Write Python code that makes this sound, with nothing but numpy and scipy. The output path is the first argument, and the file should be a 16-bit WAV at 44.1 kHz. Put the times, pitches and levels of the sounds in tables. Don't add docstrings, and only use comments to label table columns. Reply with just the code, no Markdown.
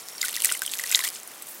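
import sys
import numpy as np
from scipy import signal
from scipy.fft import rfft, irfft
from scipy.io import wavfile
from scipy.ndimage import uniform_filter1d

SR = 44100
rng = np.random.default_rng(int(sys.argv[2]) if len(sys.argv) > 2 else 0)


def file_out(sig):
    cols = np.atleast_2d(sig).T
    lim = np.clip(cols, -1, 1)
    pcm = np.round(lim * 32767).astype(np.int16)
    wavfile.write(sys.argv[1], SR, pcm)


N = 70560
TICK_RISE_MS = 0.048
BUBBLE_RISE_SHARE = 0.07


def shell_ticks():
    # t/s, level/dB, f/Hz, fade time/ms
    shell_hits = [(.2160, -11.5, 7077, 1.7), (0.2503, -9, 9700, 0.52), (0.4211, -4.5, 9600, 0.27),
                  (0.4381, -9.5, 8400, 0.28), (.4431, -8, 10000, .16), (.4467, 3, 11250, 0.21),
                  (0.4479, 2.5, 9000, 0.14), (0.4565, 0.5, 8300, 0.29), (0.4585, -12.5, 6100, 0.57),
                  (.4694, -12, 7000, .35), (0.5228, -4, 8640, .5), (0.524, -8, 8050, 0.37),
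                  (0.551, -12, 8400, 0.24), (0.573, -17, 12300, .25), (.5750, -13.5, 8870, 0.19),
                  (0.5933, -15, 9500, 0.3), (.6635, -6, 8400, 0.23), (.7148, -15, 7200, .3),
                  (.7190, -11.5, 8150, 0.27), (0.7421, -16.5, 7060, 0.34), (0.8732, -13, 5900, 0.22),
                  (0.8984, -14, 13000, 0.28), (0.915, -3, 7580, .28), (.9278, -11, 6800, 0.55),
                  (0.9452, -9, 6850, 0.34), (.9478, -14, 7100, 0.8), (0.9548, -1.5, 5460, 0.16),
                  (.9576, -1.5, 6820, 0.56), (0.9645, -15, 7200, .7), (1.047, -9, 13700, .3),
                  (1.0776, -8.5, 8500, 0.24), (1.0880, -7, 8400, 0.099), (1.163, -23, 6450, 0.38),
                  (1.2000, -24, 6390, 0.33), (1.2327, -22.5, 7680, 0.4), (1.2763, -20, 10300, 0.42),
                  (1.4698, -24, 9330, .6), (1.4873, -20, 9900, 0.22)]
    out, pulse = np.zeros(N), click()
    for start, db, hz, decay_ms in shell_hits:
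        shell = amp(db) * ring(hz, decay_ms, TICK_RISE_MS)
        blip = ring(hz, decay_ms=0.047, rise_ms=TICK_RISE_MS)
        echoes = signal.fftconvolve(scatter(decay_ms=2.9), blip)
        echoes *= np.linalg.norm(shell) / np.linalg.norm(echoes)
        add(out, start, shell)
        add(out, start, amp(-8) * echoes)
        add(out, start, amp(db - 7) * pulse)
    return amp(-2.5) * cut_bass(out, hz=2710)


def splashes():
    # t/s, level/dB
    slaps = [(0.0862, -14.5), (.1812, -19), (0.2167, -9), (0.2288, -9.5), (0.2403, -16), (0.2835, -6.5),
             (.2902, -12), (.2949, -10.5), (0.3296, -13), (0.3452, -13), (0.356, -11), (0.365, -5),
             (.3995, -15), (.4035, -7.5), (0.5026, -11), (0.5165, -11), (0.6194, -5.5), (.6769, -17.5),
             (0.694, -16), (0.7372, -9.5), (0.7735, -15), (0.7893, -7.5), (0.796, -12.5), (0.8384, -6),
             (0.9573, -8), (0.9783, -12), (0.9918, -3.5), (1.0049, -16), (1.0403, -13), (1.0732, -9.5),
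             (1.1027, -14)]
    # t/s, level/dB, f/Hz, fade time/ms
    trapped_air = [(0.1813, -27.5, 4700, 1.3), (0.214, -21.5, 3730, 1.8), (0.2139, -17.5, 4890, 1.9),
                   (0.2292, -20.5, 2052, 4.5), (0.2407, -21.5, 1491, 4.1), (0.2538, -22.5, 3800, 0.99),
                   (0.283, -27, 1900, 2.9), (.3292, -27, 2880, 1.6), (0.3415, -22, 4177, 0.79),
                   (.349, -23, 3550, 1.6), (0.355, -27, 2630, 1.4), (.3722, -25.5, 1944, 3.6),
                   (0.3835, -24, 3600, 0.66), (0.4221, -18, 3020, 0.89), (.4400, -27, 2300, 2.7),
                   (.4430, -23, 2640, 2.3), (0.4468, -16.5, 2360, 0.9), (0.4514, -20, 1930, 2.3),
                   (0.456, -19.5, 4390, 1.9), (0.4916, -22.5, 1990, 2.5), (0.4945, -19.5, 3090, 1),
                   (.5027, -27, 2840, 2), (0.5155, -20, 1446, 2.36), (.5470, -26, 2940, 1.9),
                   (0.5514, -23.5, 2090, 2), (0.6192, -20.5, 1560, 5.2), (0.6513, -25.5, 3430, 1),
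                   (.6624, -24.5, 3220, 1.5), (0.6772, -21, 3120, 2.2), (0.698, -26, 3700, .9),
                   (0.7368, -19, 2650, 1.3), (.7368, -17, 3400, 1.1), (0.7953, -20.5, 1960, 2.5),
                   (0.8390, -22.5, 1930, 3.3), (0.9207, -26, 2100, 4), (0.9252, -20.5, 2550, 1.8),
                   (0.9474, -18.5, 2000, 3.1), (.9510, -21, 3380, 1.8), (0.9729, -22.5, 1930, 2.8),
                   (0.9915, -18, 2080, 1.3), (0.9908, -34.5, 1042, 9), (1.0048, -20, 2030, 1.7),
                   (1.0130, -23, 3930, 1.1), (1.024, -27.5, 1710, 2.8), (1.0386, -23.5, 1837, 4.5),
                   (1.0499, -25, 3430, 2.6), (1.0528, -23, 1960, 2.6), (1.0730, -27.5, 2320, 3.23),
                   (1.0772, -21, 3000, 1.4), (1.0880, -22.5, 5040, 2.2)]
    # t/s, level/dB, f/Hz, fade time/ms, share of pitch gained each ms
    plop = (.9478, 0.87, 3850, 0.94, 0.074)
    out, pulse = np.zeros(N), click()
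    for start, db in slaps:
        slap = amp(db - 1) * pulse
        spray = amp(-1.5) * signal.fftconvolve(scatter(decay_ms=0.69), slap)
        add(out, start, slap)
        add(out, start, spray)
    for start, db, hz, decay_ms in trapped_air:
        diving = bubble(hz, decay_ms, glide_per_ms=-0.0035)
        add(out, start, amp(db) * diving * churn())
    start, db, hz, decay_ms, climb = plop
    add(out, start, amp(db) * bubble(hz, decay_ms, climb))
    return cut_bass(out, hz=360)


def bubble(hz, decay_ms, glide_per_ms):
    tone = ring(hz, decay_ms, BUBBLE_RISE_SHARE * decay_ms, glide_per_ms)
    return cut_bass(tone, 0.37 * hz)


def churn(depth=0.22, size=2000):
    return 1 + depth * wobble(size, smooth_samples=30)


def fine_salt():
    # t/s, level/dB
    flow_curve = [(0, -42.5), (.06, -49.5), (.09, -43), (.17, -46.5), (.205, -39), (.26, -34), (.31, -37.5),
                  (.41, -36.5), (.53, -31), (.6, -45.5), (.65, -38.5), (.69, -43), (.74, -32), (.77, -39.5),
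                  (.81, -33.5), (.85, -40.5), (.9, -31.5), (.97, -32), (1.025, -34), (1.07, -31),
                  (1.105, -44), (1.16, -37.5), (1.2, -48.5), (1.3, -47), (1.6, -50.5)]
    # t/s, length/s, level/dB
    clumps = [(0.245, 0.022, -32.5), (0.458, 0.023, -33), (0.53, 0.011, -38), (0.63, 0.0087, -33.5),
              (0.797, 0.0051, -29), (0.855, .012, -32), (0.918, 0.011, -27), (1.034, 0.024, -26.5)]
    # f/Hz, level/dB
    grain_colour = [(200, -41), (700, -9.5), (1300, -11), (2000, -6), (3400, -3.5), (5800, -2.5), (8000, 0),
                    (13000, -2.5), (16000, -10.5)]
    t = np.arange(N) / SR
    flow = amp(np.interp(t, *np.transpose(flow_curve)))
    bursts = np.zeros(N)
    for start, length, db in clumps:
        add(bursts, start, amp(db) * signal.windows.tukey(round(length * SR), 0.5))
    shower = coloured(patter(), grain_colour) + amp(-12.5) * small_bubbles()
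    fizz = coloured(patter() + patter(), grain_colour)
    return flow * shower + bursts * fizz


def patter(pitches=40, spread_db=4):
    out = np.zeros(N)
    for hz in np.geomspace(800, 15500, pitches):
        hits_per_s = 3900 / pitches * np.sqrt(hz / 5000)
        strength = amp(spread_db * np.minimum(rng.exponential(1, N), 3.5))
        hits = strength * rng.choice([-1, 1], N) * (rng.random(N) < hits_per_s / SR)
        decay_cycles = 2.2 * rng.uniform(0.5, 1.5)
        grain = ring(hz, 1000 * decay_cycles / hz, TICK_RISE_MS)
        out += np.sqrt(hz) * unit(signal.oaconvolve(hits, grain)[:N])
    return out


def small_bubbles(pitches=24, bubbles_per_s=180, decay_cycles=6.8):
    out = np.zeros(N)
    for hz in np.geomspace(1500, 5500, pitches):
        hits = rng.uniform(0.17, 1, N) * (rng.random(N) < bubbles_per_s / pitches / SR)
        decay_ms = 1000 * decay_cycles / hz
        out += signal.oaconvolve(hits, ring(hz, decay_ms, BUBBLE_RISE_SHARE * decay_ms))[:N]
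    return unit(out)


def pot_ping(start=1.4227, level_db=-28):
    # f/Hz, level/dB, time to fade by 60 dB/s
    pot_tones = [(4070, -23, .07), (6153, -19, .08), (8000, -7, 0.059), (8694, -8, 0.049),
                 (10600, -1, 0.013), (11500, -4, 0.022), (15300, -1, .008)]
    out, t = np.zeros(N), np.arange(SR // 10) / SR
    for hz, db, fade_s in pot_tones:
        add(out, start, amp(level_db + db - 60 * t / fade_s) * np.sin(2 * np.pi * hz * t))
    return out


def pot_walls(sound, echo_db=-11, delay_s=0.001, fade_s=0.03):
    t = np.arange(SR // 10) / SR
    tail = rng.standard_normal(len(t)) * (t > delay_s) * amp(-60 * t / fade_s)
    return sound + amp(echo_db) * signal.oaconvolve(sound, tail / np.linalg.norm(tail))[:N]


def salt_rustle():
    # t/s, rise time/s, fade time/s, level/dB
    slide = (1.452, .035, .14, -40.5)
    # f/Hz, level/dB
    rustle_colour = [(1000, -45), (4000, -17), (7000, -9), (9300, -2), (12000, -4.5), (16000, 0)]
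    start, rise, decay, db = slide
    t = np.arange(N) / SR - start
    swell = np.clip(t / rise, 0, 1)
    fade = np.exp(-np.maximum(t - rise, 0) / decay)
    return amp(db) * swell * fade * coloured(patter() + patter(), rustle_colour)


def bird(start=0.0155, end=0.192, period_s=0.0293, low_hz=5300, high_hz=5730, wander_hz=69):
    t = np.arange(N) / SR
    turn = 2 * np.pi * (t - start) / period_s
    hz = low_hz + (high_hz - low_hz) * np.sin(turn / 2) ** 2
    hz += wander_hz * wobble(N, smooth_samples=900)
    rising = np.sin(turn) > 0
    strokes = abs(np.sin(turn)) * np.where(rising, amp(-10), 1)
    swell = amp(-35.5 - 100 * abs(end - t)) * (t > start) * (t < end)
    return swell * strokes * np.sin(2 * np.pi * np.cumsum(hz) / SR)


def outdoor_air():
    # f/Hz, level/dB
    air_colour = [(20, -36), (60, -26), (100, -18), (150, -11.5), (300, -5), (600, -3.5), (1100, -4),
                  (2000, -7), (3500, -11), (8000, -12.5), (13000, -11), (16000, -12)]
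    return amp(-46) * coloured(rng.standard_normal(N), air_colour)


def ring(hz, decay_ms, rise_ms, glide_per_ms=0, size=2000):
    ms = np.arange(size) / SR * 1000
    loudness = np.exp(-ms / decay_ms) * (1 - np.exp(-ms / rise_ms))
    pitch = hz * (1 + glide_per_ms * (ms - decay_ms))
    return loudness / loudness.max() * np.sin(2 * np.pi * np.cumsum(pitch) / SR)


def click(size=1024):
    # f/Hz, level/dB
    click_colour = [(100, -41), (500, -9.5), (1200, -12), (3000, 3.5), (5000, 3.5), (8000, 3.5),
                    (13000, 1.5), (16000, -2.5)]
    log_gain = np.log(gain_at(click_colour, abs(np.fft.fftfreq(size, 1 / SR))))
    spectrum = np.exp(np.conj(signal.hilbert(log_gain)))
    pulse = np.fft.ifft(spectrum).real[:size // 2]
    return -pulse / abs(pulse).max()


def scatter(decay_ms, size=1200):
    ms = np.arange(size) / SR * 1000
    tail = rng.standard_normal(size) * np.exp(-ms / decay_ms)
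    return tail / np.linalg.norm(tail)


def wobble(size, smooth_samples):
    return unit(uniform_filter1d(rng.standard_normal(size), size=smooth_samples))


def cut_bass(sound, hz):
    return signal.sosfilt(signal.butter(2, hz, "highpass", fs=SR, output="sos"), sound)


def coloured(sound, colour):
    return unit(irfft(rfft(sound) * gain_at(colour, np.fft.rfftfreq(N, 1 / SR)), N))


def gain_at(colour, hz):
    table_hz, db = np.transpose(colour)
    return amp(np.interp(np.log(hz + 1), np.log(table_hz), db))


def amp(db):
    return 10 ** (np.asarray(db) / 20)


def unit(sound):
    return sound / np.sqrt(np.mean(sound ** 2) + 1e-20)


def add(mix, start, sound):
    part = mix[max(round(start * SR), 0):][:len(sound)]
    part += sound[:len(part)]


def scene():
    in_pot = pot_walls(shell_ticks() + splashes() + fine_salt() + pot_ping())
    return (in_pot + salt_rustle() + bird() + outdoor_air())[None]


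def record(dry, top_hz=16000):
    clipped = np.clip(dry, -1, 1)
    treble_cut = signal.firwin(401, top_hz, window=("kaiser", 9), fs=SR)
    return signal.oaconvolve(clipped, treble_cut[None], "same")


dry = scene()
out = record(dry)
file_out(out)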